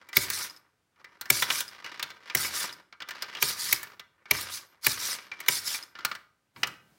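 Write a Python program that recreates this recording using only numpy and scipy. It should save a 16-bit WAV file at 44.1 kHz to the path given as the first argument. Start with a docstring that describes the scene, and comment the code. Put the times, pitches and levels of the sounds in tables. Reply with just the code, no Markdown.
"""A toy pinball machine of plastic bricks is played on a wooden floor, close to the microphone.
From the start a light ball rumbles over the studs (random bumps) and knocks on the bricks (fading noise
and ringing notes). Seven times a geared motor whirrs out and back (noise from many tiny tooth contacts);
eight times a flipper slams against its stop, with a crack, a ringing beam and a low thump.
After strokes come a thin whine and, at times, a double tick; near the end a sleeve and hand brush by."""
import sys
import numpy as np
from scipy import signal
from scipy.fft import rfft, irfft
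from scipy.io import wavfile
from scipy.ndimage import uniform_filter1d

SR = 44100
rng = np.random.default_rng(int(sys.argv[2]) if len(sys.argv) > 2 else 0)


def dump_mix(stems):
    """Bounce the given channels to the path in sys.argv[1] as a 16-bit WAV at rate SR."""
    frames = np.atleast_2d(stems).T  # one column per channel
    limited = np.clip(frames, -1, 1)  # hard clip at full scale
    pcm = np.round(limited * 32767).astype(np.int16)
    wavfile.write(sys.argv[1], SR, pcm)


N = 307818
TIME = np.arange(N) / SR
# Levels in the tables are those before the trims in each function and in scene().


def amp(db):
    """Turns decibels into a gain."""
    return 10 ** (np.asarray(db) / 20)


def unit_rms(x):
    """Scales a sound to a mean power of one."""
    return x / np.sqrt(np.mean(x ** 2) + 1e-20)


def read(points, hz):
    """Reads a spectrum of (Hz, value) points, joined by lines on a logarithmic frequency axis."""
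    point_hz, value = np.transpose(points)
    return np.interp(np.log(hz + 1), np.log(point_hz + 1), value)


def add(mix, s, sound):
    """Adds a sound into the mix at time s."""
    part = mix[max(0, round(s * SR)):][:len(sound)]
    part += sound[:len(part)]


def colour(x, db_at):
    """Filters x with gain db_at(Hz); the filter never sounds before its input."""
    size = 4096
    hz = abs(np.fft.fftfreq(size, 1 / SR))
    # minimum phase: the phase follows from the logarithm of the gain
    response = np.exp(np.conj(signal.hilbert(np.log(amp(db_at(hz))))))
    kernel = np.fft.ifft(response).real[:size // 2]
    return signal.oaconvolve(x, kernel)[:len(x)]


def die_away(x, t60_at, delay=0):
    """Lets each octave of x fade by 60 dB in its own t60_at(Hz) seconds, after a delay."""
    hz = np.fft.rfftfreq(len(x), 1 / SR)
    t = np.maximum(np.arange(len(x)) / SR - delay, 0)
    centres = np.geomspace(125, 16000, 8)
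    out = 0
    for centre in centres:
        share = read(np.c_[centres, centres == centre], hz)  # one at this centre, zero at the others
        out = out + irfft(rfft(x) * share, len(x)) * amp(-60 * t / t60_at(centre))
    return out


def strength(x, low_hz=800, high_hz=7000):
    """Rms that a short sound has in a band when its energy is spread over 10 ms."""
    hz = np.fft.rfftfreq(len(x), 1 / SR)
    in_band = (hz > low_hz) & (hz < high_hz)
    energy = 2 * np.sum(abs(rfft(x)[in_band]) ** 2) / len(x)
    return np.sqrt(energy / (SR / 100) + 1e-20)


def brighten(x, treble_db):
    """Shifts the treble towards treble_db against the middle: hard contacts are bright, soft ones dull."""
    shelf_db = treble_db - 20 * np.log10(strength(x, 8000, 16000) / strength(x))
    x = colour(x, lambda hz: read([(5000, 0.011), (9000, shelf_db)], hz))
    return x / strength(x)


def ring(modes, count, detune=0.):
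    """Sums fading notes (Hz, level dB, t60 s), each mistuned by chance by the fraction detune."""
    t = np.arange(count) / SR
    out = 0
    for hz, db, t60 in modes:
        tuned_hz = hz * (1 + detune * rng.standard_normal())
        out = out + amp(db - 60 * t / t60) * np.sin(2 * np.pi * tuned_hz * t)
    return out


def patter(per_s, spread_db):
    """Random tiny impacts of uneven size, per_s of them a second on average."""
    size = amp(spread_db * np.minimum(rng.exponential(1, N), 3.5))
    happens = rng.random(N) < per_s / SR
    return unit_rms(size * rng.standard_normal(N) * happens)


def peaks(hz, centres, width_hz):
    """Bumps of height one at the given frequencies."""
    distance = 2 * (hz[:, None] - np.asarray(centres)) / width_hz
    return np.max(1 / (1 + distance ** 2), axis=1)


def spot(hz, depth_db=1.0):
    """Each spot on the bricks favours its own chance set of resonances (gain in dB)."""
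    grid = np.geomspace(300, 17000, 70)
    return depth_db * np.interp(hz, grid, rng.uniform(-1.7, 1.7, len(grid)))


def mottle(x, depth_db, patch_frames, patch_bins):
    """Lets patches of the spectrum swell and fade by chance."""
    z = signal.stft(x, nperseg=512, noverlap=384)[2]
    patches = rng.standard_normal(z.shape)
    patches = uniform_filter1d(patches, max(1, round(patch_bins)), 0)
    patches = uniform_filter1d(patches, max(1, round(patch_frames)), 1)
    return signal.istft(z * amp(depth_db * unit_rms(patches)), nperseg=512, noverlap=384)[1][:N]


# tone of the background: (frequency [Hz], gain [dB])
FLOOR_TONE = [(25, -15), (85, 2), (200, -3), (1600, -11), (9500, -21.5), (13300, -26.5)]


def floor(level_db=-77):
    """Quiet background of the room and the microphone: steady coloured noise."""
    return amp(level_db) * unit_rms(colour(rng.standard_normal(N), lambda hz: read(FLOOR_TONE, hz)))


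# runs of the ball over the playfield: (time at full speed [s], length [s], level [dB])
BALL_RUNS = [(0, 0.19, -57.5), (0.275, .15, -45), (0.994, 0.42, -60.5), (1.475, 0.068, -42),
             (1.71, .05, -49), (1.867, .21, -47), (2.229, .1, -52), (2.43, 0.17, -38.5),
             (3.102, 0.73, -46.5), (4.16, 0.079, -65.5), (4.34, 0.13, -44), (4.723, 0.023, -58.5),
             (4.978, 0.2, -45), (5.33, 0.15, -51.5), (5.624, 0.16, -50), (5.98, .07, -56)]
# the rumble swells as the ball gathers speed and fades as it slows
GATHER_DB_PER_S, SLOW_DB_PER_S = 258.5, 105.5


def roll_level():
    """Level of the ball's rumble in dB: each run gathers speed, holds it and slows."""
    levels = []
    for start, length, db in BALL_RUNS:
        early = np.maximum(start - TIME, 0)
        late = np.maximum(TIME - start - length, 0)
        levels.append(db - GATHER_DB_PER_S * early - SLOW_DB_PER_S * late)
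    return np.max(levels, axis=0)


# tone of the rolling ball on the hollow playfield: (frequency [Hz], gain [dB])
ROLL_TONE = [(30, -30), (90, -18.5), (350, -2.5), (600, -8.5), (1400, -1), (2300, -2.5), (5200, -7),
             (8000, -24.5), (16000, -33.5)]


def rolling(studs_db=-2, grit_db=-7, stud_ring=0.0055, slow_hz=1900, lumps_db=2, lump_s=0.09):
    """The ball trips over studs and seams; each bump is a fading noise burst, duller when the ball is slow."""
    t = np.arange(SR // 25) / SR
    lump_filter = signal.butter(2, .5 / lump_s, fs=SR, output="sos")
    lumps = signal.sosfilt(lump_filter, rng.standard_normal(N))  # slow, random wobble of the level
    level = roll_level() + lumps_db * unit_rms(lumps)
    bumps = np.zeros(N)
    for _ in range(6):  # six kinds of bump
        burst = rng.standard_normal(len(t)) * np.exp(-t / stud_ring)
        bumps += signal.oaconvolve(patter(per_s=30, spread_db=0.5), burst)[:N]
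    grit = patter(per_s=2400, spread_db=2.0)
    drive = amp(studs_db) * unit_rms(bumps) + amp(grit_db) * grit
    fast = unit_rms(colour(drive, lambda hz: read(ROLL_TONE, hz)))
    slow = signal.sosfilt(signal.butter(2, slow_hz, fs=SR, output="sos"), fast)
    speed = np.clip((level + 66) / 14, 0, 1)  # 0 slow, 1 fast
    return amp(level) * (np.sqrt(speed) * fast + np.sqrt(1 - speed) * slow)


# how long the room's echo lasts: (frequency [Hz], time to fade by 60 dB [s])
ROOM_FADE = [(100, 0.56), (1500, 0.35), (14000, 0.35)]
# faint lasting ring of the machine's parts: (frequency [Hz], level [dB], time to fade by 60 dB [s])
LONG_RINGS = [(1228, 0.5, 0.45), (1547, -5.5, 1)]


def room(x, wet_db=-14, treble_db=-7, ring_db=-66):
    """A furnished room answers softly with fading noise, and a few parts of the machine ring on."""
    t = np.arange(SR) / SR
    build_up = 1 - np.exp(-t / 0.021)
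    tail = die_away(rng.standard_normal(SR) * build_up, lambda hz: read(ROOM_FADE, hz))
    tail_tone = [(150, 3.3), (1500, 1.9), (4000, -3.4), (10000, treble_db)]
    tail = colour(tail / np.linalg.norm(tail), lambda hz: read(tail_tone, hz))
    answer = amp(wet_db) * tail + amp(ring_db) * ring(LONG_RINGS, SR)
    return signal.fftconvolve(x, answer)[:N]


# notes of the brick frame on the floor: (frequency [Hz], level [dB], time to fade by 60 dB [s])
FRAME_NOTES = [(62.3, -9, .25), (95, -12.5, 1), (129.6, 2.5, .14), (160, -0.5, 0.16), (202, 0, 0.059),
               (279, 3.5, 0.09), (381.2, 10, 0.06), (578, 2.5, 0.081)]


def thump(detune=0.06):
    """The frame rocks on the floor: low fading notes that build up over a few milliseconds."""
    count = SR // 4
    rocking = sum(rng.choice([-1, 1]) * ring([note], count, detune) for note in FRAME_NOTES)
    rocking *= 1 - np.exp(-np.arange(count) / SR / .004)
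    return rocking / strength(rocking, 60, 450)


# knocks of ball and loose parts on bricks:
# (time [s], level [dB], centre of the clack [Hz], treble against the middle [dB])
BRICK_KNOCKS = [(0.0882, -49, 1757, -5.5), (0.1298, -36.5, 1840, -16.5), (0.3006, -28, 1790, 1.5),
                (0.9593, -83, 900, -27), (1.0436, -45.5, 1970, -19.5), (1.211, -34.5, 4360, -2),
                (1.2558, -40.5, 1810, -15), (1.4226, -19.5, 3470, -10), (1.5021, -20.5, 3240, -17),
                (1.6046, -29, 3540, 1), (1.8433, -38, 2540, -19), (1.8607, -38, 2470, -21),
                (1.995, -32.5, 2260, -17.5), (2.0263, -26.5, 3760, -9.5), (2.1028, -41.5, 3810, -15.5),
                (2.2983, -34, 2390, -27), (2.371, -30, 5460, -4.5), (2.4469, -31, 2320, -12),
                (2.6925, -39, 3630, -21.5), (2.9252, -47, 1185, -30), (3.0029, -39, 1490, -26),
                (3.0198, -35.5, 3270, -24), (3.087, -36.5, 1660, -10), (3.1074, -35, 1780, -13),
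                (3.222, -28.5, 4670, -9.5), (3.3495, -35, 3060, -21), (3.3689, -37.5, 3070, -23.5),
                (3.8299, -39.5, 1730, 2), (3.995, -39.5, 3420, -14.5), (4.2557, -50, 1570, -34),
                (4.409, -39.5, 3800, 3.5), (5.3155, -37, 2180, -30), (5.4021, -37.5, 2130, -3),
                (5.4618, -41, 1900, -11), (5.745, -33.5, 2270, -14), (5.9522, -44, 1494, -34.5),
                (5.9883, -40.5, 1400, -22), (6.0061, -45.5, 1450, -29.5), (6.0488, -22.5, 4380, -5.5),
                (6.114, -31, 1324, -22), (6.1506, -38, 1586, -13), (6.5618, -48.5, 1113, -47.5),
                (6.6318, -20, 2790, -20), (6.6712, -36.5, 1200, -5)]
# tone of a knock: (frequency [Hz], gain [dB])
KNOCK_TONE = [(60, -28.5), (400, -13), (700, -10), (1200, -0.5), (2200, 0), (5500, -1.5), (11000, -11),
              (16000, -2)]
# resonances of the hollow brick playfield: frequency [Hz]
PLAYFIELD_HZ = [961.5, 1240, 1418, 1570, 1782, 2008, 2240, 2360, 2890]
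# a usual knock rings the playfield FIELD_DB below itself; the ring grows FIELD_GROWTH dB per dB of the knock
USUAL_KNOCK_DB, FIELD_DB, FIELD_GROWTH = -38, -11, .45


def knocks(t60=0.072, hump_db=7.5, hump_octaves=0.24, snap_db=5, thump_db=-28, field_t60=0.11):
    """Each contact snaps, rings a brick around one centre, and sets the playfield ringing."""
    out, t = np.zeros(N), np.arange(SR // 4) / SR
    for s, db, centre_hz, treble_db in BRICK_KNOCKS:
        def tone(hz):
            octaves = np.log2((hz + 1) / centre_hz)
            return read(KNOCK_TONE, hz) + hump_db * np.exp(-(octaves / hump_octaves) ** 2)

        def field_decay(hz):
            return field_t60 * np.sqrt(2000 / hz)

        brick = die_away(rng.standard_normal(len(t)), lambda hz: t60 * (hz / 3000) ** -.4)
        brick *= 1 + amp(snap_db) * np.exp(-t / 0.009)  # the snap
        brick *= 1 - np.exp(-t / 0.0009)  # soft onset
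        clack = brighten(colour(brick, lambda hz: tone(hz) + spot(hz)), treble_db)
        # the playfield rings with a few clear resonances over a dense wash of weaker ones
        field_notes = [(hz, tone(hz), field_decay(hz)) for hz in PLAYFIELD_HZ]
        clear = signal.fftconvolve(brick, ring(field_notes, len(t), detune=0.0053))[:len(t)]
        wash = die_away(rng.standard_normal(len(t)), field_decay)
        wash = colour(wash, lambda hz: tone(hz) + read(ROLL_TONE, hz) / 2)
        field = clear / strength(clear) + wash / strength(wash)
        field_db = USUAL_KNOCK_DB + FIELD_DB + FIELD_GROWTH * (db - USUAL_KNOCK_DB)
        add(out, s, amp(db) * clack + amp(field_db) * field)
        add(out, s, amp(db + thump_db) * thump())
    return out


# the ball grazes a flipper beam: (time [s], level [dB])
BEAM_GRAZES = [(0.09, -46.5), (5.317, -35), (5.403, -47.5)]


def grazes(beam_hz=2330, beam_t60=0.1):
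    """A light touch leaves a flipper beam ringing freely on one clear note."""
    out = np.zeros(N)
    for s, db in BEAM_GRAZES:
        add(out, s, ring([(beam_hz, db, beam_t60)], SR // 4))
    return out


# motor strokes, out and back:
# (time at full speed [s], swing out [s], swing back [s], level out [dB], level back [dB])
MOTOR_STROKES = [(0.16, .125, .155, -34, -34.5), (1.322, .153, 0.12, -32, -32.5),
                 (2.372, .143, 0.12, -32, -32.5), (3.422, .138, .19, -32, -34),
                 (4.335, .145, .092, -38.5, -37), (4.848, .128, .158, -32, -33.5),
                 (5.492, .133, 0.13, -32.5, -33)]
SPIN_UP_DB_PER_S = 950.5  # the whirr swells as the motor starts
# it sinks as the motor reverses, deeper after a longer swing
TURN_DIP_DB, TURN_S, USUAL_SWING_S = 13.5, .03, 0.15
# the motor brakes, then the gears run down
BRAKE_DB, BRAKE_S, COAST_DB_PER_S = 15, 0.067, 135


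def whirr_level():
    """Level of the gears in dB: each stroke spins up, dips at the turn, brakes and runs down."""
    levels = []
    for start, out_s, back_s, out_db, back_db in MOTOR_STROKES:
        turn = start + out_s
        early = np.maximum(start - TIME, 0)
        late = np.maximum(TIME - turn - back_s, 0)
        running = np.interp(TIME, [turn - TURN_S, turn + TURN_S], [out_db, back_db])
        dip = TURN_DIP_DB * out_s / USUAL_SWING_S * np.exp(-((TIME - turn) / TURN_S) ** 2)
        stopping = BRAKE_DB * np.minimum(late / BRAKE_S, 1) + COAST_DB_PER_S * late
        levels.append(running - SPIN_UP_DB_PER_S * early - dip - stopping)
    return np.max(levels, axis=0)


# tone of the gears in their housing: (frequency [Hz], gain [dB])
GEAR_TONE = [(40, -30), (120, -16), (700, -18), (1250, -7), (2100, -5), (2900, -8.5), (3700, 0),
             (5400, 2.5), (6800, -3), (8500, -4), (10300, -2), (12500, -8), (14000, -4), (16000, -12.5)]


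def gears(mesh_hz=600, mesh_depth=.5, flutter_db=1.2, mottle_db=3.0, dull_db=-4, level_db=3):
    """Thousands of tooth contacts a second ring shifting parts of the housing; faster is louder and brighter."""
    level = whirr_level()
    speed = amp((level - level.max()) / 3)  # 1 at the loudest moment
    turns = np.cumsum(mesh_hz * speed) / SR  # mesh_hz is the rate at full speed
    mesh = 1 + mesh_depth * np.cos(2 * np.pi * turns)
    flutter = unit_rms(uniform_filter1d(rng.standard_normal(N), SR // 150))
    teeth = patter(per_s=20000, spread_db=0.5) * mesh * amp(flutter_db * flutter)
    teeth = mottle(teeth, mottle_db, patch_frames=9, patch_bins=5)
    fast = unit_rms(colour(teeth, lambda hz: read(GEAR_TONE, hz)))
    slow = colour(fast, lambda hz: read([(5500, 0.94), (9000, dull_db)], hz))
    running = np.clip((level + 69) / 6, 0, 1)  # silent when very slow
    return amp(level + level_db) * running * (speed * fast + (1 - speed) * slow)


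# a flipper meets its stop: (time [s], level [dB], ring of the beam [Hz],
# treble against the middle [dB], thump of the frame against the level [dB])
FLIPPER_SLAMS = [(0.1706, -18, 2230, 0.5, -12.5), (1.3042, -18.5, 2323, 2.5, -12),
                 (2.3518, -23.5, 2050, 2, -10.5), (3.427, -22, 2377, 0.5, -15.5),
                 (3.7289, -21.5, 2210, 3.5, -20), (4.3126, -19, 2297, -2.5, -13),
                 (4.8681, -20.5, 2460, 1, -12), (5.4864, -19, 2240.0, -1, -20)]
# tone of a slam: (frequency [Hz], gain [dB])
SLAM_TONE = [(100, -24.5), (400, -8), (800, -6), (2200, 3.5), (3000, 3), (5500, 1.5), (9000, -17.5),
             (16000, -7.5)]


def flippers(rise=.005, body_db=-18, body_t60=0.05, beam_db=-1, beam_t60=0.0095, thump_db=0, level_db=1.96):
    """The play in the gears closes in a quick crescendo of contacts; the beam rings and the frame thumps."""
    out, t = np.zeros(N), np.arange(SR // 5) / SR
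    for s, db, beam_hz, treble_db, low_db in FLIPPER_SLAMS:
        contacts = rng.standard_normal(len(t)) * np.minimum(t / rise, 1) ** 2.1
        crack = die_away(contacts, lambda hz: .027 * (hz / 3000) ** -.35, rise)
        body = amp(body_db) * die_away(contacts, lambda hz: body_t60 * (hz / 3000) ** -.4, rise)
        slam = colour(crack + body, lambda hz: read(SLAM_TONE, hz) + spot(hz, depth_db=3.5))
        # the beam is driven by the last, hardest contacts
        push = np.clip((t - rise / 2) / (rise / 2), 0, 1)
        beam = push * ring([(beam_hz, 0, beam_t60), (beam_hz * 1.06, -6, beam_t60)], len(t))
        clack = brighten(slam / strength(slam) + amp(beam_db) * beam / strength(beam), treble_db)
        add(out, s - rise, amp(db + level_db) * clack)
        add(out, s, amp(db + low_db + thump_db) * thump())
    return out


# after each stroke the drive holds the flipper for a moment
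HOLD_AFTER_S, HOLD_S = 0.037, .16


def drive_whine(whine_hz=13230, width_hz=130, level_db=-66):
    """A thin, unsteady whine from the motor drive under holding current: a tone shaken by slow noise."""
    gate = np.zeros(N)
    hold = signal.windows.hann(max(2, round(HOLD_S * SR)))
    for start, out_s, back_s, _, _ in MOTOR_STROKES:
        add(gate, start + out_s + back_s + HOLD_AFTER_S, hold)
    waver_filter = signal.butter(2, width_hz, fs=SR, output="sos")
    waver = unit_rms(signal.sosfilt(waver_filter, rng.standard_normal(N)))
    return amp(level_db) * gate * waver * np.sin(2 * np.pi * whine_hz * TIME)


# the flipper settles after a stroke: (time [s], level [dB])
FLIPPER_SETTLES = [(0.498, -42), (.564, -49.5), (1.68, -41), (2.727, -42), (5.827, -39.5)]


def settling(ring_hz=5100, bounce=0.0084, bounce_db=-3):
    """A flipper settles after the motor stops and ticks twice: a noise click and a short note."""
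    out, t = np.zeros(N), np.arange(SR // 20) / SR
    for s, db in FLIPPER_SETTLES:
        for delay, size_db in [(0, 0), (bounce, bounce_db)]:
            click = rng.standard_normal(len(t)) * np.exp(-t / 0.0064)
            click = colour(click, lambda hz: read(GEAR_TONE, hz))
            settle_note = ring([(ring_hz, 0, .022)], len(t), detune=0.013)
            tick = 0.28 * click / strength(click) + 0.89 * settle_note / strength(settle_note)
            add(out, s + delay, amp(db + size_db) * tick)
    return out


# a sleeve and hand brush over the machine: (time [s], level [dB])
HAND_BRUSH = [(6.53, -86.5), (6.57, -54), (6.68, -50), (6.8, -68), (6.98, -64)]


def brushing():
    """Cloth hisses and fingers scuff the frame: coloured noise that follows the level table."""
    brush_tone = [(40, 3.5), (130, 22), (600, 9.5), (7000, -1), (14000, -3.5)]
    rub = colour(rng.standard_normal(N), lambda hz: read(brush_tone, hz))
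    level = np.interp(TIME, *np.transpose(HAND_BRUSH))
    return amp(level) * unit_rms(rub)


def scene(resonance_db=5, resonance_width_hz=80, level_db=-1.89):
    """The machine is heard through the resonances of the playfield, in the room."""
    ball = rolling() + knocks() + grazes()
    motor = gears() + flippers() + drive_whine() + settling()
    machine = ball + motor + brushing()
    machine = colour(machine, lambda hz: level_db + resonance_db * peaks(hz, PLAYFIELD_HZ, resonance_width_hz))
    return (machine + room(machine) + floor())[None]


EDGE_HZ = 16050  # top of the sound


def record(dry):
    """The microphone sheds the deepest bass; then a low-pass takes away what lies above EDGE_HZ."""
    thinned = signal.sosfilt(signal.butter(4, 48, "highpass", fs=SR, output="sos"), dry)
    low_pass = signal.firwin(511, EDGE_HZ, window=("kaiser", 9), fs=SR)
    return signal.oaconvolve(thinned, low_pass[None], "same")


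dry = scene()
out = record(dry)
dump_mix(out)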